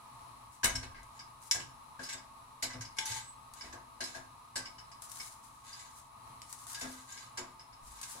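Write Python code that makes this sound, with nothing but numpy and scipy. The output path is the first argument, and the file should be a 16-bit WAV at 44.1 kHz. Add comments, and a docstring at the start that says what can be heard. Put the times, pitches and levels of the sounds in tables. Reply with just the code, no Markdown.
"""A small hard-walled kitchen: a flatbread is flipped on an iron griddle, then pressed and turned with a
steel spatula. Blows and light clinks are noise bursts plus decaying modes of griddle and blade; scrapes and
rubs are dense random clicks, coloured by the touching iron or by dry crust; squeals are unsteady sines.
The griddle knocks on its grate and the hob booms; a gas burner, shaped noise, hisses and hums underneath."""
import sys
import numpy as np
from scipy import signal
from scipy.fft import rfft, irfft, next_fast_len
from scipy.io import wavfile

SR = 44100
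rng = np.random.default_rng(int(sys.argv[2]) if len(sys.argv) > 2 else 0)


def put_to_file(sound):
    """Save the sound as 16-bit audio at rate SR, in the file named by the first command-line argument."""
    columns = np.atleast_2d(sound).T  # one column per channel
    safe = np.clip(columns, -1, 1)
    whole_steps = np.round(safe * 32767)
    wavfile.write(sys.argv[1], SR, whole_steps.astype(np.int16))


N = 361614
TIME = np.arange(N) / SR
AGE = TIME[:SR // 2]  # seconds since a blow

# Free modes of the griddle. Each row: frequency in Hz, level in dB, t60 in seconds.
GRIDDLE_MODES = [(754, -9.5, 0.49), (960, 3.5, 0.041), (1604, 8.5, 0.09), (1613, 8, .12), (1990, 7, 0.26),
                 (2593, -0.5, 0.16), (3060, -53, .2), (4005, -45, 0.2), (4040, 1.5, 0.33),
                 (4330, 0.5, 0.33), (4450, -15, 0.13), (4857, 4, 0.17), (5300, 7.5, 0.33), (5706, -4, 0.16),
                 (6040, -3, .2), (6750, -18.5, 0.18), (7680, 3, 0.047), (9200, -34, .14), (9050, -4, .14),
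                 (9510, -3, 0.13), (9450, -26, .12), (11000, -10, .12), (10900, -17, .14), (13100, -18, .1)]
# Free modes of the spatula. Each row: frequency in Hz, level in dB, t60 in seconds.
SPATULA_MODES = [(1680, -26, 0.35), (2213, 7, 0.062), (2954, 0, 0.14), (3655, 1, 0.15), (4020, -3.5, 0.077),
                 (4705, 1, 0.18), (5400, -50, 0.16), (5445, 5.5, 0.051), (5980, 1.5, 0.11),
                 (6390, 3, 0.064), (6790, -5, 0.043), (6990, 3, 0.26), (7950, 1, 0.15), (8510, -1.5, 0.34),
                 (9000, -10, .13), (10120, -1, 0.11)]


def undb(db):
    """Decibels to gain."""
    return 10 ** (np.asarray(db) / 20)


def unit(x):
    """Scale to rms 1."""
    return x / np.sqrt(np.mean(x ** 2))


def spectrum(points, hz):
    """Gain of a (Hz, dB) outline on a log-frequency axis."""
    f, db = np.transpose(points)
    return undb(np.interp(np.log(hz + 1), np.log(f), db))


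def bump(hz, centre_hz, octaves):
    """A bell of height 1 around a frequency."""
    return np.exp(-.5 * (np.log2((hz + 1) / centre_hz) / octaves) ** 2)


def noise(gain, size, alike_hz=330):
    """Stereo noise of rms 1 coloured by gain(Hz); long waves reach both ports alike."""
    hz = np.fft.rfftfreq(size, 1 / SR)
    mid, side = rfft(rng.standard_normal((2, size)))
    alike = 1 / (1 + (hz / alike_hz) ** 2)
    mid = mid * np.sqrt(1 + alike)
    side = side * np.sqrt(1 - alike) * np.array([[1], [-1]])
    return unit(irfft(gain(hz) * (mid + side), size))


def fade(t60):
    """Exponential decay, 60 dB in t60 seconds."""
    return np.exp(-np.log(1000) * AGE / t60)


def swell(rise_s):
    """Soft onset."""
    return 1 - np.exp(-(AGE / rise_s) ** 2)


def ring(modes, gain=np.ones_like, scatter_db=7.5, detune=0.00457, alike_hz=330):
    """Decaying modes, rms 1 at the start, shared out a little differently by each blow; low ones in step."""
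    hz, db, t60 = np.transpose(modes)
    size = undb(db + scatter_db * rng.standard_normal((2, len(hz)))) * gain(hz)
    hz = hz * (1 + detune * rng.standard_normal(len(hz)))
    port_turns = rng.random(size.shape) * np.minimum(hz / alike_hz / 2, 1)
    turns = rng.random(len(hz)) + port_turns
    weights = 2 * size * np.exp(2j * np.pi * turns) / np.sqrt(np.sum(size ** 2))
    decaying = np.exp(2j * np.pi * hz[:, None] * AGE) * fade(t60[:, None])
    return np.imag(weights @ decaying)


def add(out, s, sound):
    """Mix a sound in at time s."""
    i = int(s * SR)
    out[:, i:i + sound.shape[1]] += sound[:, :N - i]


def through(x, response):
    """Pass a signal through a stereo impulse response."""
    return signal.fftconvolve(np.atleast_2d(x), response, axes=1)[:, :N]


def tint(x, gain):
    """Colour a signal by gain(Hz)."""
    size = next_fast_len(x.shape[-1])
    grid_hz = np.linspace(0, SR / 2, 4096)
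    curve = np.interp(np.fft.rfftfreq(size, 1 / SR), grid_hz, gain(grid_hz))
    return irfft(rfft(x, size) * curve, size)[..., :x.shape[-1]]


def walk(rate_hz):
    """Random line of rms 1, straight between rate_hz knots per second."""
    knots = rng.standard_normal(int(N / SR * rate_hz) + 2)
    return unit(np.interp(TIME * rate_hz, np.arange(len(knots)), knots))


def slips(per_s, spread_db):
    """Dense tiny friction clicks of uneven size, as they reach the two ports."""
    size = undb(spread_db * np.minimum(rng.exponential(size=N), 4))
    happens = rng.random(N) < per_s / SR
    return unit(happens * size * rng.standard_normal((2, N)))


def strokes(rows, sag_db_per_s, release_db_per_s):
    """Friction over time: each stroke swells, eases as the hand slows, and dies away as the blade lifts."""
    out = np.zeros(N)
    for s, rise_s, length_s, db in rows:
        age = np.maximum(TIME - s, 0)
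        fall_db = sag_db_per_s * age + release_db_per_s * np.maximum(age - length_s, 0)
        out = np.maximum(out, undb(db - fall_db) * (1 - np.exp(-(age / rise_s) ** 2)))
    return out


def pressed(modes, f, width_hz=60, width_share=0.0042, scatter_db=3):
    """Power response of modes broadened by contact; every touch weighs them a little differently."""
    hz, db, _ = np.transpose(modes)[:, :, None]
    size = undb(db + scatter_db * rng.standard_normal(hz.shape))
    width = width_hz + width_share * hz
    return np.sum((size / (1 + ((f - hz) / width) ** 2)) ** 2, axis=0)


def contact(f, spatula_db, between_db=-7):
    """Response of blade and griddle while they touch: broad peaks over a bed of weak modes."""
    # Bed between the peaks, before between_db. Each row: frequency in Hz, level in dB.
    bed_outline = [(100, -5.5), (600, -9), (1500, -8), (3000, 2), (5000, -6.5), (7500, 0), (10000, -29),
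                   (12000, -9.5), (16000, -56)]
    share = 1 / (1 + undb(-spatula_db) ** 2)
    peaks = share * pressed(SPATULA_MODES, f) + (1 - share) * pressed(GRIDDLE_MODES, f)
    return np.sqrt(peaks + (undb(between_db) * spectrum(bed_outline, f)) ** 2)


def blow(contact_s, spatula_db, hz, lift_db, tilt_db, favour_octaves=0.092, tail_db=-16, tail_t60=0.12,
         hold=2.95, rise=0.37, ring_db=-15):
    """The blade chatters briefly on the iron, both ring on; the point of contact favours one pitch."""
    def colour(f):
        """Stress on the favoured pitch, with a tilt around it."""
        return undb(lift_db * bump(f, hz, favour_octaves) + tilt_db * np.log2(f / hz + 1 / 10))
    # hold and rise are multiples of contact_s
    chatter = np.exp(-(AGE / (hold * contact_s)) ** 2 / 2) + undb(tail_db) * fade(tail_t60)
    clash = noise(lambda f: contact(f, spatula_db) * colour(f), len(AGE)) * chatter
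    metal = ring(GRIDDLE_MODES, colour) + undb(spatula_db) * ring(SPATULA_MODES, colour)
    metal = metal / np.hypot(1, undb(spatula_db))
    return swell(rise * contact_s) * (clash + undb(ring_db) * metal)


def boom(hz, rise_s=0.019, t60=0.42, octaves=0.21, sub_db=-12):
    """The sheet-steel hob booms late and stays long, with a weaker band an octave below."""
    def colour(f):
        """Narrow band at hz plus a wide one at half of it."""
        return bump(f, hz, octaves) + undb(sub_db) * bump(f, hz / 2, 1)
    return swell(rise_s) * noise(colour, len(AGE), alike_hz=466) * fade(t60)


def kitchen(x, split_hz=3500, low_t60=0.33, treble_t60=0.11, room_db=-3.5):
    """Dense reflections from tiles and steel; the treble dies first."""
    low = noise(lambda f: 1 / np.hypot(1, f / split_hz), len(AGE)) * fade(low_t60)
    high = noise(lambda f: f / np.hypot(f, split_hz), len(AGE)) * fade(treble_t60)
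    response = (low / 2 + high) * swell(0.0039)
    response = response / np.sqrt(np.sum(response ** 2) / 2)
    return x + undb(room_db) * through(x, response)


def burner(waver_db=1.0):
    """Gas flow as noise of gently wavering level: hiss, a low hum, a hollow band near 1 kHz, jet bands."""
    # Broad spectrum of the flow. Each row: frequency in Hz, level in dB per Hz.
    flow_outline = [(20, -99), (60, -86), (130, -96.5), (185, -97), (400, -102), (750, -98), (1250, -91.5),
                    (1500, -103), (3200, -107), (5500, -107), (9000, -109), (12000, -112), (15500, -117)]
    # Resonances of burner and gas jet. Each row: frequency in Hz, width in Hz, level in dB per Hz.
    jet_peaks = [(120.4, 32.6, -82.5), (246.3, 61, -91.5), (684, 55, -88.5), (900.7, 105, -80.5),
                 (999, 32, -79.5), (1105, 64, -78), (1228.5, 77, -80.5), (2300, 1500, -103),
                 (4040, 690, -101), (8080, 450, -104), (10250, 840, -99)]

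    def density(f):
        """Amplitude per root Hz."""
        peaks = sum(undb(db) ** 2 / (1 + ((f - hz) / width_hz) ** 2 * 2) ** 3
                    for hz, width_hz, db in jet_peaks)
        return np.sqrt(spectrum(flow_outline, f) ** 2 + peaks)
    rms = np.sqrt(np.sum(density(np.arange(SR // 2)) ** 2))  # summed in 1 Hz steps
    return rms * noise(density, next_fast_len(N))[:, :N] * undb(waver_db * walk(4.6))


def hob_booms():
    """Low booms of the hob, some on their own, some deepening a knock at the same moment."""
    # Each row: start in seconds, level in dB, boom frequency in Hz.
    boom_rows = [(.662, -40, 57), (0.734, -41, 114), (0.819, -52, 89.5), (.919, -49, 49), (1.58, -51, 140),
                 (2.742, -45.5, 118), (3.091, -48.5, 117), (3.638, -57, 60), (7.811, -49.5, 57)]
    out = np.zeros((2, N))
    for s, db, hz in boom_rows:
        add(out, s, undb(db) * boom(hz))
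    return out


def knocks(thud_t60=0.26, rise_s=0.0029, thud_db=-1.5, grate_db=-2.5, lift_db=10, favour_octaves=0.1,
           hob_hz=116, hob_db=-10.5):
    """The griddle is pushed against its grate: thud noise and ringing bars, each shaking the hob."""
    # Each row: start in seconds, level in dB, favoured grate frequency in Hz.
    knock_rows = [(.635, -39, 690), (.657, -50, 663), (.735, -49, 252), (.819, -51, 250), (1.546, -44, 705),
                  (1.992, -48, 560), (2.141, -51, 663), (2.627, -45.5, 550), (2.74, -49.5, 253),
                  (3.091, -56, 730), (3.639, -52.5, 646), (3.731, -49.5, 694), (4.002, -45.5, 537),
                  (4.15, -47.5, 690), (4.557, -46, 555), (6.813, -46, 460), (6.84, -45, 257),
                  (7.379, -44.5, 372), (8.149, -56, 564)]
    # Grate modes. Each row: frequency in Hz, level in dB, t60 in seconds.
    grate_modes = [(257.3, 4, 0.42), (362.6, 1.5, 0.45), (489.8, 5.5, 0.26), (562.5, 6, 0.13),
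                   (662, 9, 0.094), (722, 8, 0.15), (920, -18, 0.52), (1107, 11.5, 0.085)]
    # Thud spectrum. Each row: frequency in Hz, level in dB.
    thud_outline = [(60, -8.5), (180, -3), (450, -7.5), (800, -2), (1300, -7.5), (2500, -17), (8000, -46)]
    out = np.zeros((2, N))
    for s, db, hz in knock_rows:
        thud = noise(lambda f: spectrum(thud_outline, f), len(AGE)) * fade(thud_t60)
        bars = ring(grate_modes, lambda f: undb(lift_db * bump(f, hz, favour_octaves)),
                    scatter_db=1.5, alike_hz=500)
        hit = swell(rise_s) * (undb(thud_db) * thud + undb(grate_db) * bars)
        add(out, s, undb(db) * (hit + undb(hob_db) * boom(hob_hz)))
    return out


def crust(snap_t60=0.029, uneven_db=3.5, flakes_per_s=14, flake_db=6):
    """Dry crust rasps under the blade, small flakes break at random, and larger snaps stand out."""
    # Brushing strokes. 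Each row: start in seconds, rise in seconds, length in seconds, level in dB.
    rub_rows = [(.51, 0.0096, 0.018, -59.5), (1.36, 0.098, 0.15, -55.5), (5.01, 0.0079, 0.25, -53.5),
                (5.4, 0.024, 0.24, -66), (5.88, 0.034, 0.095, -61.5), (6.44, 0.026, 0.18, -56),
                (6.66, 0.014, 0.084, -50.5), (6.8, .02, 0.21, -59.5), (7.81, 0.041, 0.26, -58),
                (8.01, 0.014, .2, -53.5)]
    # Snaps under the blade or as the bread lands. Each row: start in seconds, level in dB.
    snap_rows = [(0.643, -19), (0.6572, -22), (1.031, -52), (3.537, -42.5), (5.021, -39.5), (5.1171, -39),
                 (5.171, -43), (6.527, -37), (6.668, -41.5), (6.718, -40), (6.731, -38.5), (8.014, -37.5)]
    # Crust spectrum. Each row: frequency in Hz, level in dB.
    crust_outline = [(100, -51), (1200, -1), (2500, -11), (5000, -2), (8000, 2.5), (10000, 3.5),
                     (11200, -4), (13000, -6), (15500, -15)]

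    def colour(f):
        """Gain of the crust."""
        return spectrum(crust_outline, f)

    def snap():
        """One flake breaking: a short noise burst."""
        return fade(snap_t60) * noise(colour, len(AGE))
    rubbing = strokes(rub_rows, sag_db_per_s=1.5, release_db_per_s=154) * undb(uneven_db * walk(40))
    out = unit(tint(slips(6000, 0.62), colour)) * rubbing
    flakes = rng.random(N) < flakes_per_s / SR
    out += undb(flake_db) * through(flakes * rubbing, snap())  # flake_db is relative to the rubbing
    for s, db in snap_rows:
        add(out, s, undb(db) * snap())
    return out


def squeals(flutter_db=3, wobble_hz=14):
    """The sliding blade sings unsteadily: sines of wobbling pitch and level, a quarter turn between ports."""
    # Each row: start in seconds, length in seconds, frequency in Hz, level in dB.
    squeal_rows = [(2.98, .11, 874, -47), (3.08, 0.14, 882, -53), (3.188, 0.15, 7990, -54.5),
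                   (6.718, 0.17, 1651, -50), (6.933, 0.07, 1585, -62), (7.082, 0.11, 1610, -57.5)]
    out = np.zeros((2, N))
    for s, length_s, hz, db in squeal_rows:
        phase = 2 * np.pi * np.cumsum(hz + wobble_hz * walk(95)[:len(AGE)]) / SR
        pressure = np.sqrt(np.maximum(np.sin(np.pi * np.minimum(AGE / length_s, 1)), 0))
        flutter = undb(flutter_db * walk(83)[:len(AGE)])
        add(out, s, undb(db) * pressure * flutter * np.array([np.sin(phase), np.cos(phase)]))
    return out


def scrape(spatula_db=0, shift_db=6, uneven_db=1.0, count=3, catches_per_s=18, catch_db=2):
    """Stick and slip of steel on iron; mode sets take turns as the edge travels, and at times it catches."""
    # Each row: start in seconds, rise in seconds, length in seconds, level in dB.
    scrape_rows = [(1.1, 0.043, .08, -62), (1.99, 0.022, 0.12, -53), (2.99, .01, .06, -53),
                   (3.05, .01, .125, -41.5), (3.55, 0.013, 0.11, -55), (4.0, .015, 0.094, -50),
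                   (4.1, .02, 0.076, -56), (5.63, 0.023, 0.23, -54), (6.7, 0.039, 0.31, -54),
                   (7.07, 0.017, 0.16, -52.5), (7.86, 0.086, .34, -56)]
    # Sliding spectrum, on top of the contact response. Each row: frequency in Hz, level in dB.
    slide_outline = [(100, -1), (700, -1.5), (1600, -6), (2600, -4.5), (3600, 1), (4600, 1), (5400, -7),
                     (6400, 4), (8000, 2), (9200, 6.5), (10300, 7), (12000, 2), (16000, 30)]

    def colour(f):
        """Gain of one set of modes."""
        return contact(f, spatula_db) * spectrum(slide_outline, f)
    grips = undb(shift_db * np.array([walk(30) for _ in range(count)]))
    grips = grips / np.sqrt(np.sum(grips ** 2, axis=0))
    rasp = sum(grip * unit(tint(slips(2800, 1.4), colour)) for grip in grips)
    sliding = strokes(scrape_rows, sag_db_per_s=16.5, release_db_per_s=235) * undb(uneven_db * walk(45))
    catches = rng.random(N) < catches_per_s / SR
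    catch = blow(contact_s=0.0041, spatula_db=8, hz=5300, lift_db=1, tilt_db=1.5)
    return rasp * sliding + undb(catch_db) * through(catches * sliding, catch)


def clinks():
    """Light touches in which mostly the spatula sounds; level is their only setting that differs."""
    # Each row: start in seconds, level in dB.
    clink_rows = [(1.191, -47), (2.177, -55), (2.731, -49.5), (2.847, -49.5), (3.6078, -45), (4.654, -44.5),
                  (4.782, -51.5), (4.914, -54), (5.197, -43), (7.171, -51), (7.593, -51.5), (7.725, -59)]
    out = np.zeros((2, N))
    for s, db in clink_rows:
        clink = blow(contact_s=0.0055, spatula_db=7.5, hz=5094, lift_db=17.5, tilt_db=-3,
                     favour_octaves=0.082, ring_db=-16)
        add(out, s, undb(db) * clink)
    return out


def taps(even_contact_s=0.0047, spatula_db_per_halving=4.5):
    """Blows on the griddle; the shorter the contact, the more the spatula rings over the griddle."""
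    # Each row: start in seconds, level in dB, contact time scale in seconds, favoured frequency in Hz,
    # its lift in dB, tilt in dB per octave.
    tap_rows = [(0.6311, -30.5, 0.0055, 1600, 2.5, -1.5), (.645, -25, 0.0017, 4010, 10.5, -3.5),
                (.657, -26.5, 0.0015, 960, 14.5, -2.5), (.693, -37.5, 0.0035, 6160, 16, -4),
                (.753, -35, 0.0039, 5600, 4, 3), (0.827, -46, 0.0064, 3960, 5.5, -2),
                (.94, -53.5, 0.016, 2180, 11, -5.5), (1.511, -20.5, 0.0016, 5500, 6, 3),
                (1.518, -30.5, 0.0027, 7000, 11, 7.5), (1.546, -38, 0.006, 1706, 22, 6),
                (1.598, -44.5, 0.0056, 2880, 10, -0.5), (1.991, -46.5, 0.0074, 1690, 4, -1),
                (2.03, -43.5, 0.0088, 5100, 12, 6.5), (2.087, -40.5, 0.0066, 6950, 3, 2),
                (2.125, -40, 0.0056, 7700, 5, 0.5), (2.623, -31.5, 0.0066, 4440, 5.5, 4.5),
                (2.698, -47, 0.0099, 6100, 10, -3), (2.808, -43, 0.0055, 6300, 6, 2.5),
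                (2.966, -48, .0068, 2200, 11, 4), (2.985, -27.5, 0.0022, 3390, 14, 0.5),
                (3.054, -37, 0.003, 6200, 7, 15), (3.644, -54, 0.0087, 1860, 12, -3),
                (3.725, -44.5, 0.0049, 1720, 20.5, 2), (4.004, -36.5, 0.0064, 4250, 6, 0),
                (4.037, -38, 0.0041, 5100, 15, 10), (4.145, -45.5, 0.008, 1730, 13.5, 1),
                (4.555, -34.5, 0.0073, 4360, 5.5, 4), (5.728, -48, 0.0061, 4770, 19, 4),
                (5.791, -50, .005, 7000, 6, 0), (6.418, -41.5, 0.0004, 4300, -4, 4),
                (6.745, -39.5, 0.0038, 7000, 4, 3), (6.809, -39.5, 0.0062, 4770, 3, 3.5),
                (7.122, -44.5, 0.0025, 6800, 14, 9), (7.372, -39, 0.0067, 6900, 4.5, 1.5),
                (8.029, -40, 0.0035, 7800, -3, 6)]
    out = np.zeros((2, N))
    for s, db, contact_s, hz, lift_db, tilt_db in tap_rows:
        spatula_db = spatula_db_per_halving * np.log2(even_contact_s / contact_s)
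        add(out, s, undb(db) * blow(contact_s, spatula_db, hz, lift_db, tilt_db))
    return out


def scene():
    """Spatula, griddle and bread in the kitchen, over the burner."""
    return kitchen(taps() + clinks() + knocks() + hob_booms() + scrape() + squeals() + crust()) + burner()


def record(dry, top_hz=15800):
    """The two microphone ports colour the sound differently; the top is cut."""
    # Port difference. Each row: frequency in Hz, left minus right in dB.
    port_outline = [(150, -0.5), (400, 1), (700, 9.5), (1000, 0.5), (1300, 1), (4400, 0), (7000, -1),
                    (9000, 7.5), (11000, 14.5), (15000, 4.5)]
    size = next_fast_len(N + SR // 10)
    ratio = spectrum(port_outline, np.fft.rfftfreq(size, 1 / SR))
    ports = np.array([ratio, np.ones_like(ratio)]) / np.sqrt((1 + ratio ** 2) / 2)
    heard = irfft(rfft(dry, size) * ports, size)[:, :N]
    return signal.sosfilt(signal.ellip(10, .2, 70, top_hz, fs=SR, output="sos"), heard)


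dry = scene()
out = record(dry)
put_to_file(out)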